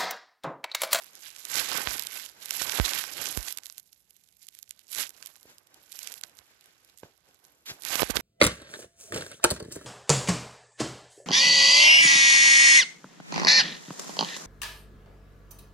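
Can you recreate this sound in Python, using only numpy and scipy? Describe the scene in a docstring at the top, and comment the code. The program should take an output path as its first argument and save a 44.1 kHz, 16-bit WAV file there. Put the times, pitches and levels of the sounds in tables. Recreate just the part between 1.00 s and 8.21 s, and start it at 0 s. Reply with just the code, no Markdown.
"""Stiff grass blades drag, tick and thump across the right one of two microphone ports held down in dry grass.
The drag is noise and tiny slips ringing many blades; ticks are short noise bursts; thumps are pushes of air.
Behind it, faint in both ports, a puppy worries a stuffed fabric toy: shaped noise makes its rustle and huffs,
and fading low tones make the falls of paws and toy. A quiet garden rumble of low noise lies under it all."""
import sys
import numpy as np
from scipy import signal
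from scipy.fft import rfft, irfft, next_fast_len
from scipy.io import wavfile
from scipy.ndimage import uniform_filter1d

SR = 44100
rng = np.random.default_rng(int(sys.argv[2]) if len(sys.argv) > 2 else 0)


def generate_wav(sig):
    """Save sig (samples, or channels by samples) to the path in sys.argv[1] as 16-bit PCM at SR."""
    pcm = np.round(np.clip(np.atleast_2d(sig).T, -1, 1) * 32767).astype(np.int16)
    wavfile.write(sys.argv[1], SR, pcm)


N = 317961   # length in samples

# stalks pressed flat on the port: start_s, first_swing (about full scale 1, sign gives direction),
# push_ms (length of the push), step_db (lasting pressure drop)
THUMPS = [(.8730, 0.54, 0.21, -25), (0.914, -0.09, 0.38, -59), (1.617, 0.14, 0.49, -39),
          (1.7890, -0.17, 0.57, -37), (1.7992, 0.27, 0.21, -5.5), (2.3744, 0.81, 0.052, -15.5),
          (6.956, -0.11, 0.85, -49.5), (6.9949, 0.27, 0.26, -39), (7.021, 0.22, 1.08, -31),
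          (7.0314, -0.45, 0.97, -43), (7.100, -0.19, 1.36, -24), (7.104, -0.071, 2.3, -43),
          (7.157, -0.17, 0.59, -24), (7.171, -0.16, 1.45, -26), (7.193, -0.049, 2, -49)]
CUTOFF_HZ = 13600   # top of the sound


def from_db(db):
    """Gain of a level in dB."""
    return 10 ** (np.asarray(db) / 20)


def rms_one(x):
    """Scale to an average (rms) level of 1."""
    return x / np.sqrt(np.mean(x ** 2) + 1e-20)


def in_time(rows):
    """Join the rows of a table with straight lines: one value a sample for each column after the time."""
    s, *columns = np.transpose(rows)
    return [np.interp(np.arange(N) / SR, s, column) for column in columns]


def smooth(x):
    """Turn a control known at every 32nd sample into one value a sample."""
    return np.interp(np.arange(N) / 32, np.arange(len(x)), x)


def drift(rate):
    """Slow random wander that turns about rate times a second; spread 1."""
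    r = np.exp(-2 * np.pi * rate / SR)
    noise = rng.standard_normal(N + SR)
    return rms_one(signal.lfilter([1], [1, -2 * r, r * r], noise)[SR:])   # drop the first second: settling


def colour(x, points):
    """Shape a spectrum by (pitch, level) points, falling 13 dB an octave more outside them; rms 1."""
    size = next_fast_len(N)
    octave = np.log2(np.maximum(np.arange(size // 2 + 1) * SR / size, 1))
    pitch_hz, level_db = np.transpose(points)
    at = np.log2(pitch_hz)
    outside = np.maximum(at[0] - octave, 0) + np.maximum(octave - at[-1], 0)
    gain = from_db(np.interp(octave, at, level_db) - 13.0 * outside)
    return rms_one(irfft(rfft(x, size) * gain, size)[..., :N])


def add(out, s, sound):
    """Mix a short sound in at time s."""
    i = round(s * SR)
    out[i:i + len(sound)] += sound[:N - i]


def swells(s, level_db, rise, fall):
    """Power of each event: it climbs and drops 20 dB in its rise and fall, and ever faster beyond."""
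    late = np.arange(0, N + 32, 32) / SR - s[:, None]   # seconds after the loudest moment
    away = np.where(late < 0, -late / rise[:, None], late / fall[:, None])
    drop_db = 20 * np.maximum(away, away ** 2)
    return from_db(2 * (level_db[:, None] - drop_db))   # doubled dB gives power


def two_ports(make, points, alike):
    """A source partly common to both ports (the right one hears it round the handset), partly scattered."""
    round_body_hz = 1200   # the path round the handset turns the phase by a quarter cycle here
    common, left, right = make(), make(), make()
    turn = np.tan(np.pi / 4 - np.pi * round_body_hz / SR)
    later = signal.lfilter([-turn, 1], [1, -turn], common)   # all-pass: turns phase, keeps level
    shared = np.sqrt(alike) * np.array([common, later])
    scattered = np.sqrt(1 - alike) * np.array([left, right])
    return colour(shared + scattered, points)


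def garden_rumble():
    """Steady low noise, a little stronger in the right port."""
    # colour of the rumble: pitch_hz, level_db (relative)
    rumble_colour = [(25, -12.5), (60, 5.5), (130, 0.5), (190, 1.5), (300, -19.5)]
    rumble = two_ports(lambda: rng.standard_normal(N), rumble_colour, alike=0.31)
    return from_db(-82) * rumble * from_db([[0], [2.5]])


def lumpy_noise():
    """Noise of uneven strength, for cloth, grass and breath."""
    return from_db(0.52 * drift(43)) * rng.standard_normal(N)


def rustle_and_huffs():
    """The dog's tugs and steps swell a bright rustle of cloth and grass and lower breathy huffs."""
    # tugs and steps: loudest_s, rustle_db, rise_s and fall_s (times for 20 dB),
    # huff_db (huffing and shuffling over the rustle, in the left port)
    tugs = [(.17, -58, 0.28, 0.14, -11.5), (.58, -67, 0.32, 0.18, -2), (.75, -55.5, .1, 0.13, -7),
            (.97, -65.5, 0.23, .2, -2), (1.17, -66, .2, 0.34, -14), (1.39, -57, 0.17, 0.16, -9.5),
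            (1.59, -65.5, 0.16, 0.17, -1), (1.77, -58, 0.21, 0.067, -4), (1.87, -63, 0.082, .2, -6),
            (1.99, -61.5, .1, .15, -5), (2.2, -65, 0.14, 0.23, 13.5), (2.3, -63.5, .2, 0.2, 7),
            (4.02, -69, .2, .25, 2), (4.21, -72, .2, .3, -1.5), (4.5, -55, .09, 0.11, -8),
            (4.77, -60.5, 0.15, 0.12, -5.5), (5.12, -67, 0.4, 0.17, -1), (5.3, -65, 0.08, 0.14, -3),
            (5.51, -61.5, 0.13, 0.07, -9.5), (5.69, -62.5, .25, 0.091, -11), (5.9, -66, 0.4, 0.15, -9),
            (6.045, -58.5, 0.032, 0.093, 0), (6.29, -64.5, 0.072, 0.14, -5), (6.45, -68, 0.072, 1, -4),
            (6.7, -42.5, .03, 0.074, -7.5), (6.8, -66, 0.12, 0.38, 1), (7.13, -60.5, 0.27, 0.24, -12)]
    # colour of the rustle: pitch_hz, level_db (relative)
    rustle_colour = [(700, -24), (1300, 0.5), (2600, -0.5), (5000, -1.5), (7900, -2.5), (8800, -26.5),
                     (9800, -9.5), (12000, -0.5), (13100, -11.5)]
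    # colour of the huffs: pitch_hz, level_db (relative)
    huff_colour = [(120, -8), (220, -8.5), (310, -2.5), (400, -5), (800, -5.5), (1300, -14)]
    still_rustle_db, still_huff_db = -83, -85   # left while the dog stands still
    s, level_db, rise, fall, huff_db = np.transpose(tugs)
    power = swells(s, level_db, rise, fall)
    rustle = np.sqrt(smooth(power.sum(0)) + from_db(2 * still_rustle_db))
    huff = np.sqrt(smooth(from_db(2 * huff_db) @ power) + from_db(2 * still_huff_db))
    out = rustle * two_ports(lumpy_noise, rustle_colour, alike=0.47)
    return out + huff * two_ports(lumpy_noise, huff_colour, alike=0.99) * from_db([[0], [3]])


def paw_and_toy_falls():
    """Each dull fall is a tone that fades within six cycles, 3 dB stronger in the right port."""
    # falls: start_s, level_db (left port, before the fade), pitch_hz
    fall_rows = [(4.455, -43, 477), (5.392, -58, 75), (5.51, -56, 900), (6.0329, -29.5, 504),
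                 (6.0356, -50, 2420), (6.042, -46, 149), (6.291, -51, 505), (6.712, -42, 141)]
    falls = np.zeros(N)
    for s, level_db, hz in fall_rows:
        turns = np.arange(round(6 * SR / hz)) * hz / SR   # time in cycles
        add(falls, s, from_db(level_db) * np.sin(2 * np.pi * turns) * np.exp(-1.5 * turns))
    return falls * from_db([[0], [3]])


def sweep():
    """The toy is swept through the grass: one quick swish of grainy noise, swelling and stopping short."""
    # the swish: start_s, loudest_s, end_s, level_db (at its loudest)
    swish = (6.652, 6.696, 6.728, -37.5)
    # colour of the swish: pitch_hz, level_db (relative)
    swish_colour = [(900, -14), (2300, -2), (4200, 0), (7800, -7), (8800, -22), (10500, -10), (13000, -12)]
    start, top, end, level_db = swish
    ramp = np.interp(np.arange(N) / SR, [start, top, end], [0, 1, 0])
    stroke = np.sin(np.pi / 2 * ramp) ** 1.5
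    grain = from_db(1.8 * drift(130)) * rng.standard_normal(N)
    return from_db(level_db) * stroke * two_ports(lambda: grain, swish_colour, alike=1)


def contact():
    """Strokes of blades add to the resting contact; brightness is an average weighted by scrape power."""
    # strokes over the right port: loudest_s, scrape_db, rise_s and fall_s (times for 20 dB),
    # rub_db (dull rub over the scrape), bright_db (treble over middle)
    strokes = [(.025, -49.5, .11, 0.19, -8, 3), (.235, -43, .02, .12, -18, -7),
               (0.276, -40, .08, 0.052, -18, -1.5), (.395, -53, .03, .25, -27, -3.5),
               (.51, -35, 0.1, 0.29, -15, -1), (.575, -22.5, 0.1, 0.15, -10.5, -3),
               (.745, -28.5, 0.28, 0.39, -6, -11), (0.931, -30.5, 0.71, 0.17, -15, 2.5),
               (1.162, -33.5, 0.11, 0.16, -16.5, -2.5), (1.255, -39, 0.21, 0.059, -13.5, 1.5),
               (1.44, -39, 0.064, .11, -21, 0), (1.531, -31, 0.065, 0.51, -13, 4),
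               (1.62, -26.5, 0.14, 0.051, -19, -5), (1.78, -26.5, 0.3, .08, -7.5, -5),
               (1.86, -27.5, 0.1, 0.34, -9, -5), (1.99, -26.5, 0.27, 0.1, -12, -5),
               (2.221, -28.5, 0.21, 0.27, -12.5, -3), (2.37, -34.5, 0.17, 0.17, -11.5, 7.5),
               (2.479, -40.5, 0.11, 0.02, -7, -3), (2.52, -33, 0.15, .03, -24, 2.5),
               (2.66, -47.5, .08, 0.12, -15.5, 7), (2.785, -49.5, 0.07, 0.036, -14, 7),
               (3.429, -51, .05, 0.068, -28, 7), (3.599, -54.5, .15, .06, -19, 5.5),
               (3.93, -32.5, .04, 0.13, -34, 6.5), (4.0, -22.5, 0.077, 0.075, -15.5, 0),
               (4.15, -53, 0.046, 0.27, -10, 3), (4.26, -46.5, 0.086, 0.15, -11.5, -2),
               (4.96, -44.5, 0.085, 0.25, -21, 11), (5.085, -37.5, 0.24, .06, -17, -0.5),
               (5.18, -45, .15, 0.031, -13, 7), (5.245, -49.5, .03, 0.071, -5, 2.5),
               (5.387, -57.5, 0.073, .1, -1.5, 11.5), (5.996, -54.5, 0.036, .06, -33, 10),
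               (6.44, -62.5, .1, 0.24, -16, 14), (6.66, -42.5, 0.0082, 0.14, -12, 3.5),
               (6.81, -50, .04, .1, -12, 8), (6.88, -29, 0.037, 0.22, -12, 0),
               (6.929, -23.5, 0.088, 0.17, -14.5, -4), (7.023, -30, 0.16, .03, 3.5, 7),
               (7.104, -30.5, 0.022, .035, 0, 2), (7.165, -22.5, 0.02, .03, -5, -3),
               (7.21, -28, 0.036, .04, -14, -1.5)]
    # blades resting on the port never lie quite still: time_s, scrape_db, rub_db, bright_db
    rest = [(0, -65.5, -58.5, -6.5), (.34, -64.5, -67.5, -5.5), (1.36, -65, -63, -8),
            (2.55, -61, -58.5, 3.5), (2.85, -64.5, -86, 6), (3.65, -64, -92, 6), (3.78, -60.5, -72, -2.5),
            (4.4, -63, -68, 16.5), (4.75, -73, -68.5, -4.5), (5.35, -62, -63, -3), (5.6, -64.5, -68.5, -12),
            (6.1, -65.5, -75, -3), (6.5, -67, -69.5, -2.5), (6.63, -79.5, -82, -1.5),
            (6.76, -75, -62.5, -1), (7.21, -49.5, -37.5, -7)]
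    s, level_db, rise, fall, rub_db, bright_db = np.transpose(strokes)
    rest_db, rest_rub_db, rest_bright_db = in_time(rest)
    power = swells(s, level_db, rise, fall)
    rest_power = from_db(2 * rest_db)
    scrape = smooth(power.sum(0)) + rest_power
    rub = smooth(from_db(2 * rub_db) @ power) + from_db(2 * rest_rub_db)
    bright = (smooth(bright_db @ power) + rest_bright_db * rest_power) / scrape
    return 10 * np.log10(scrape), 10 * np.log10(rub), bright


def crackle(per_s, bright_db, spread_db, cycles, hiss_db, clump_db, patchy_db):
    """Clumped slips of uneven size and fine friction hiss ring blades of ten pitches, a few cycles each."""
    clumps = from_db(clump_db * (.6 * drift(20) + drift(92)))
    sizes = from_db(spread_db * np.minimum(rng.exponential(1, N), 3.6)) * rng.choice([-1, 1], N)
    happens = rng.random(N) < per_s * clumps / SR
    slips = rms_one(sizes * happens / np.sqrt(per_s))   # evens out the power of rare and frequent slips
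    dealt = rng.integers(0, 10, N)   # which blade each slip rings
    out = np.zeros(N)
    for k, hz in enumerate(np.geomspace(900, 12500, 10)):
        hiss = from_db(hiss_db) * np.sqrt(clumps) * rng.standard_normal(N)
        push = slips * (dealt == k) + hiss
        r = from_db(-60 * hz / (cycles * SR))   # the ringing fades 60 dB in this many cycles
        w = 2 * np.pi * hz / SR
        blade = rms_one(signal.lfilter([1, -1], [1, -2 * r * np.cos(w), r * r], push))
        tilt_db = bright_db * np.log2(hz / 5000) / 2.37
        wander_db = patchy_db * drift(32)   # contact wanders from blade to blade
        out += np.sqrt(hz) * blade * from_db(tilt_db + wander_db)
    return out


def drag():
    """Bright scrape of the blade edges and a duller, lumpy rub of the stems; a harder drag slips more often."""
    # colour of the scrape: pitch_hz, level_db (relative)
    scrape_colour = [(600, -47), (1100, -15), (2000, -4), (3600, -2.5), (7800, -3), (8900, -11.5),
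                     (10500, -3.5), (11900, 1), (13300, -7)]
    # colour of the rub: pitch_hz, level_db (relative)
    rub_colour = [(60, -7), (150, -5.5), (300, -2), (800, 1), (1200, 1), (2200, -2.5)]
    scrape_db, rub_db, bright_db = contact()
    per_s = 900 * from_db(0.37 * (scrape_db + 38.5))   # slips a second, before clumping
    blades = crackle(per_s, bright_db, spread_db=0.5, cycles=6.5, hiss_db=-11.0, clump_db=1.5, patchy_db=3.0)
    rub = colour(from_db(3.32 * drift(52)) * rng.standard_normal(N), rub_colour)
    skips_db = 1.5 * drift(43)   # the contact skips and catches
    scrape = from_db(scrape_db + skips_db) * colour(blades, scrape_colour)
    return scrape + from_db(rub_db) * rub


def unsealed():
    """While a stalk seals the port it shuts the scrape out, the more so the bigger its pressure step."""
    shut_db, t = np.zeros(N), np.arange(round(.03 * SR)) / SR
    for s, swing, ms, step_db in THUMPS:
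        depth_db = 0.18 * max(step_db + 30, 0)
        add(shut_db, s + 0.00033, depth_db * np.exp(-(t / 0.011) ** 4))
    return from_db(-shut_db)


def stray_ticks():
    """Smaller snaps come by chance, stronger when the contact of the moment is stronger."""
    per_s, mean_ms, low_hz, high_hz = 38, 3.2, 4500, 10500
    margin_db, spread_db = 12, 3.5   # margin over a resting scrape of -72 dB; uneven strength
    fade = 0.17   # dB of that margin lost per dB of louder scrape
    when, size, pitch, length = rng.random((500, 4)).T
    s = .01 + np.cumsum(-np.log(1 - when)) / per_s   # random gaps between snaps
    scrape_db = contact()[0][np.minimum(s * SR, N - 1).astype(int)]
    chance_db = -spread_db * (1 + np.log(1 - size))
    level_db = scrape_db + margin_db - fade * (scrape_db + 72) + chance_db
    hz = low_hz + pitch * (high_hz - low_hz)
    rows = zip(s, level_db, hz, mean_ms * (.5 + length))
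    return [row for row in rows if row[0] < N / SR]


def ticks():
    """Each blade splinters up to one sharp snap and dies away, in a broad band of its own."""
    # single blades snapping past the port: snap_s, level_db (at the snap, before the extra ring),
    # centre_hz, length_ms (sets how slowly the splinters build and fade)
    tick_rows = [(0.0215, -32.5, 8000, 0.36), (0.0364, -30.5, 7100, 0.62), (0.0442, -31.0, 9730, 1.0),
                 (0.1535, -27.5, 9400, 1.2), (0.1726, -45, 7800, 1.6), (0.222, -35, 7660, 1.4),
                 (0.304, -28, 4500, 1), (0.3633, -24.5, 5300, 1.4), (0.4526, -17, 8000, 1.4),
                 (0.5563, -8, 6940, 0.9), (0.5976, -11, 3900, 1.5), (0.717, -14.5, 2280, 0.9),
                 (0.9415, -16, 6500, 1.0), (0.9957, -10, 9200, 1.2), (1.0234, -16, 8400, 0.89),
                 (1.0361, -20.5, 9300, 1.1), (1.0703, -14.5, 6640, 2.5), (1.2611, -27, 7440, 0.46),
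                 (1.4584, -19, 7940, 2.0), (1.5084, -10, 5800, 1.8), (1.6204, -11, 5800, 5.1),
                 (1.6965, -9.5, 4170, 1.5), (1.7211, -13, 5270, 4.9), (1.8601, -11.0, 5400, 1.9),
                 (1.935, -8.5, 3750, 0.89), (1.9897, -21, 6860, 6.5), (2.0397, -17.5, 2300, 0.91),
                 (2.2574, -13, 5240, 1.4), (2.4291, -19.5, 7500, 1.4), (2.4839, -17, 4230, 4.8),
                 (2.506, -26, 6300, 2), (2.5252, -16.5, 9200, 2.5), (2.5742, -15, 8400, 1.5),
                 (2.5858, -20, 5100, 1.7), (2.6351, -28, 4900, 1.2), (2.6581, -22, 7260, 0.82),
                 (2.6672, -24, 6700, 0.86), (2.6997, -22.5, 4230, 1.1), (2.7249, -30, 9400, 0.99),
                 (2.7812, -21.5, 8000, 1.1), (2.7983, -30, 9040, 3.0), (2.93, -35, 6900, 3.8),
                 (3.1664, -42.0, 8200, 1.9), (3.2885, -43, 7100, 3), (3.3264, -45, 6850, 2.3),
                 (3.3687, -44, 9050, 2), (3.469, -31, 10300, 0.8), (3.4868, -26, 7400, 2.5),
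                 (3.5503, -32, 7900, 3), (3.5891, -27.5, 8700, 0.67), (3.6287, -24, 10040, 1.9),
                 (3.6933, -31.0, 10100, 1.2), (3.709, -19.0, 8500, 1.6), (3.793, -32.5, 7540, 0.51),
                 (3.9494, -16, 5340, 1.5), (4.0934, -23, 7800, 0.97), (4.1055, -29, 8400, 0.95),
                 (4.166, -39, 4950, 1.4), (4.2266, -23, 5000, 1.9), (4.2605, -21.5, 9800, 1.5),
                 (4.2714, -27, 6700, 1.2), (4.3572, -34, 4500, 0.8), (4.3638, -35, 10000, 1.5),
                 (4.4302, -35, 9100, 1.2), (4.5835, -32.5, 10600, 1.6), (4.6715, -41.5, 7100, 3.5),
                 (4.7441, -34.5, 7700, 2.3), (4.9204, -23.5, 8900, 0.67), (4.9269, -27.5, 6500, 1.5),
                 (5.0314, -23, 7700, 3.1), (5.074, -16.5, 5960, 2.5), (5.1205, -24, 6400, 2.9),
                 (5.125, -24.5, 10700, 1.6), (5.1403, -21.5, 7160, 1.0), (5.2123, -25, 7600, 1.2),
                 (5.237, -14.5, 4370, 1.5), (5.2963, -39, 6800, 0.9), (5.371, -36, 9600, 0.6),
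                 (5.3894, -28.5, 4170, 0.95), (5.6106, -38.5, 7900, 1.2), (5.6423, -41, 5900, 1.3),
                 (5.6589, -39, 6100, 1.5), (5.8482, -39.5, 11800, 1.3), (5.9757, -34.5, 11000, 1.4),
                 (5.9863, -35, 8300, 1.2), (6.0344, -35, 1480, 2.4), (6.3455, -43.5, 10100, 0.9),
                 (6.4426, -41, 8300, 0.9), (6.4512, -36, 7300, 1.5), (6.8221, -23, 7200, 1.8),
                 (6.8358, -22.5, 6700, 2.3), (6.851, -12.0, 6460, 0.62), (6.9557, -7, 4350, 0.57),
                 (6.9951, -13, 2800, 1.4), (7.0209, -10, 2530, 7.3), (7.0316, -13.5, 2500, 1.3),
                 (7.1032, -17, 5700, 8.1), (7.108, -11.5, 5700, 4.1), (7.1693, -4.0, 3750, 3.3)]
    top_hz, top_width_hz, top_db = 12700, 1300, 3.5   # a narrow lift near 12.7 kHz brightens the snaps
    out, ms_from_snap = np.zeros(N), np.arange(-220, 330) * 1000 / SR
    snaps = list(tick_rows) + stray_ticks()
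    splinters = rng.standard_normal((len(snaps), len(ms_from_snap)))
    for (s, level_db, hz, ms), noise in zip(snaps, splinters):
        fade_ms = np.where(ms_from_snap < 0, 0.77 * ms, 0.55 * ms)
        burst = noise * np.exp(-np.abs(ms_from_snap) / fade_ms)
        burst += 8.8 * (ms_from_snap == 0)   # the snap itself
        band = signal.butter(2, [0.35 * hz, min(1.635 * hz, CUTOFF_HZ)], "band", fs=SR, output="sos")
        burst = signal.sosfilt(band, burst)
        strongest = uniform_filter1d(burst ** 2, size=6).max() ** .5   # rms over six samples
        add(out, s + ms_from_snap[0] / 1000, from_db(level_db) * burst / strongest)
    top = signal.iirpeak(top_hz, top_hz / top_width_hz, fs=SR)
    return out + from_db(top_db) * signal.lfilter(*top, out + 1e-18)


def thumps():
    """A short in-and-out push of air, then a pressure drop that leaks away while the stalk seals the port."""
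    out = np.zeros(N)
    leak = np.exp(-(np.arange(SR // 20) / (.009 * SR)) ** 2)   # the seal leaks away in about 9 ms
    for s, swing, ms, step_db in THUMPS:
        u = np.linspace(-3, 3, round(2.96 * ms * SR / 1000))   # time in half push lengths
        add(out, s - 1.5 * ms / 1000, swing * (.3 - 2 * u) * np.exp(-u ** 2))
        add(out, s, -from_db(step_db) * leak)
    return out


def scene():
    """The grass touches the right port only; the garden and the dog are in both."""
    both = garden_rumble() + rustle_and_huffs() + paw_and_toy_falls() + sweep()
    grass = drag() * unsealed() + ticks() + thumps()
    return both + grass * [[0], [1]]


def record(dry):
    """The port cavity rings a little; a steep low cut turns pressure steps into a short low wobble; the top is cut."""
    port_hz, port_width_hz, port_db = 1534, 68, -3   # cavity behind the port
    r, w = np.exp(-np.pi * port_width_hz / SR), 2 * np.pi * port_hz / SR
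    feed = np.array([1, 0, -1]) * (1 - r * r) / 2
    cavity = signal.lfilter(feed, [1, -2 * r * np.cos(w), r * r], dry)
    low_cut = signal.butter(6, 47, "high", fs=SR, output="sos")   # below 47 Hz
    heard = signal.sosfilt(low_cut, dry + from_db(port_db) * cavity)
    top_cut = signal.cheby2(16, 40, CUTOFF_HZ, fs=SR, output="sos")
    return signal.sosfilt(top_cut, heard)


dry = scene()
out = record(dry)
generate_wav(out)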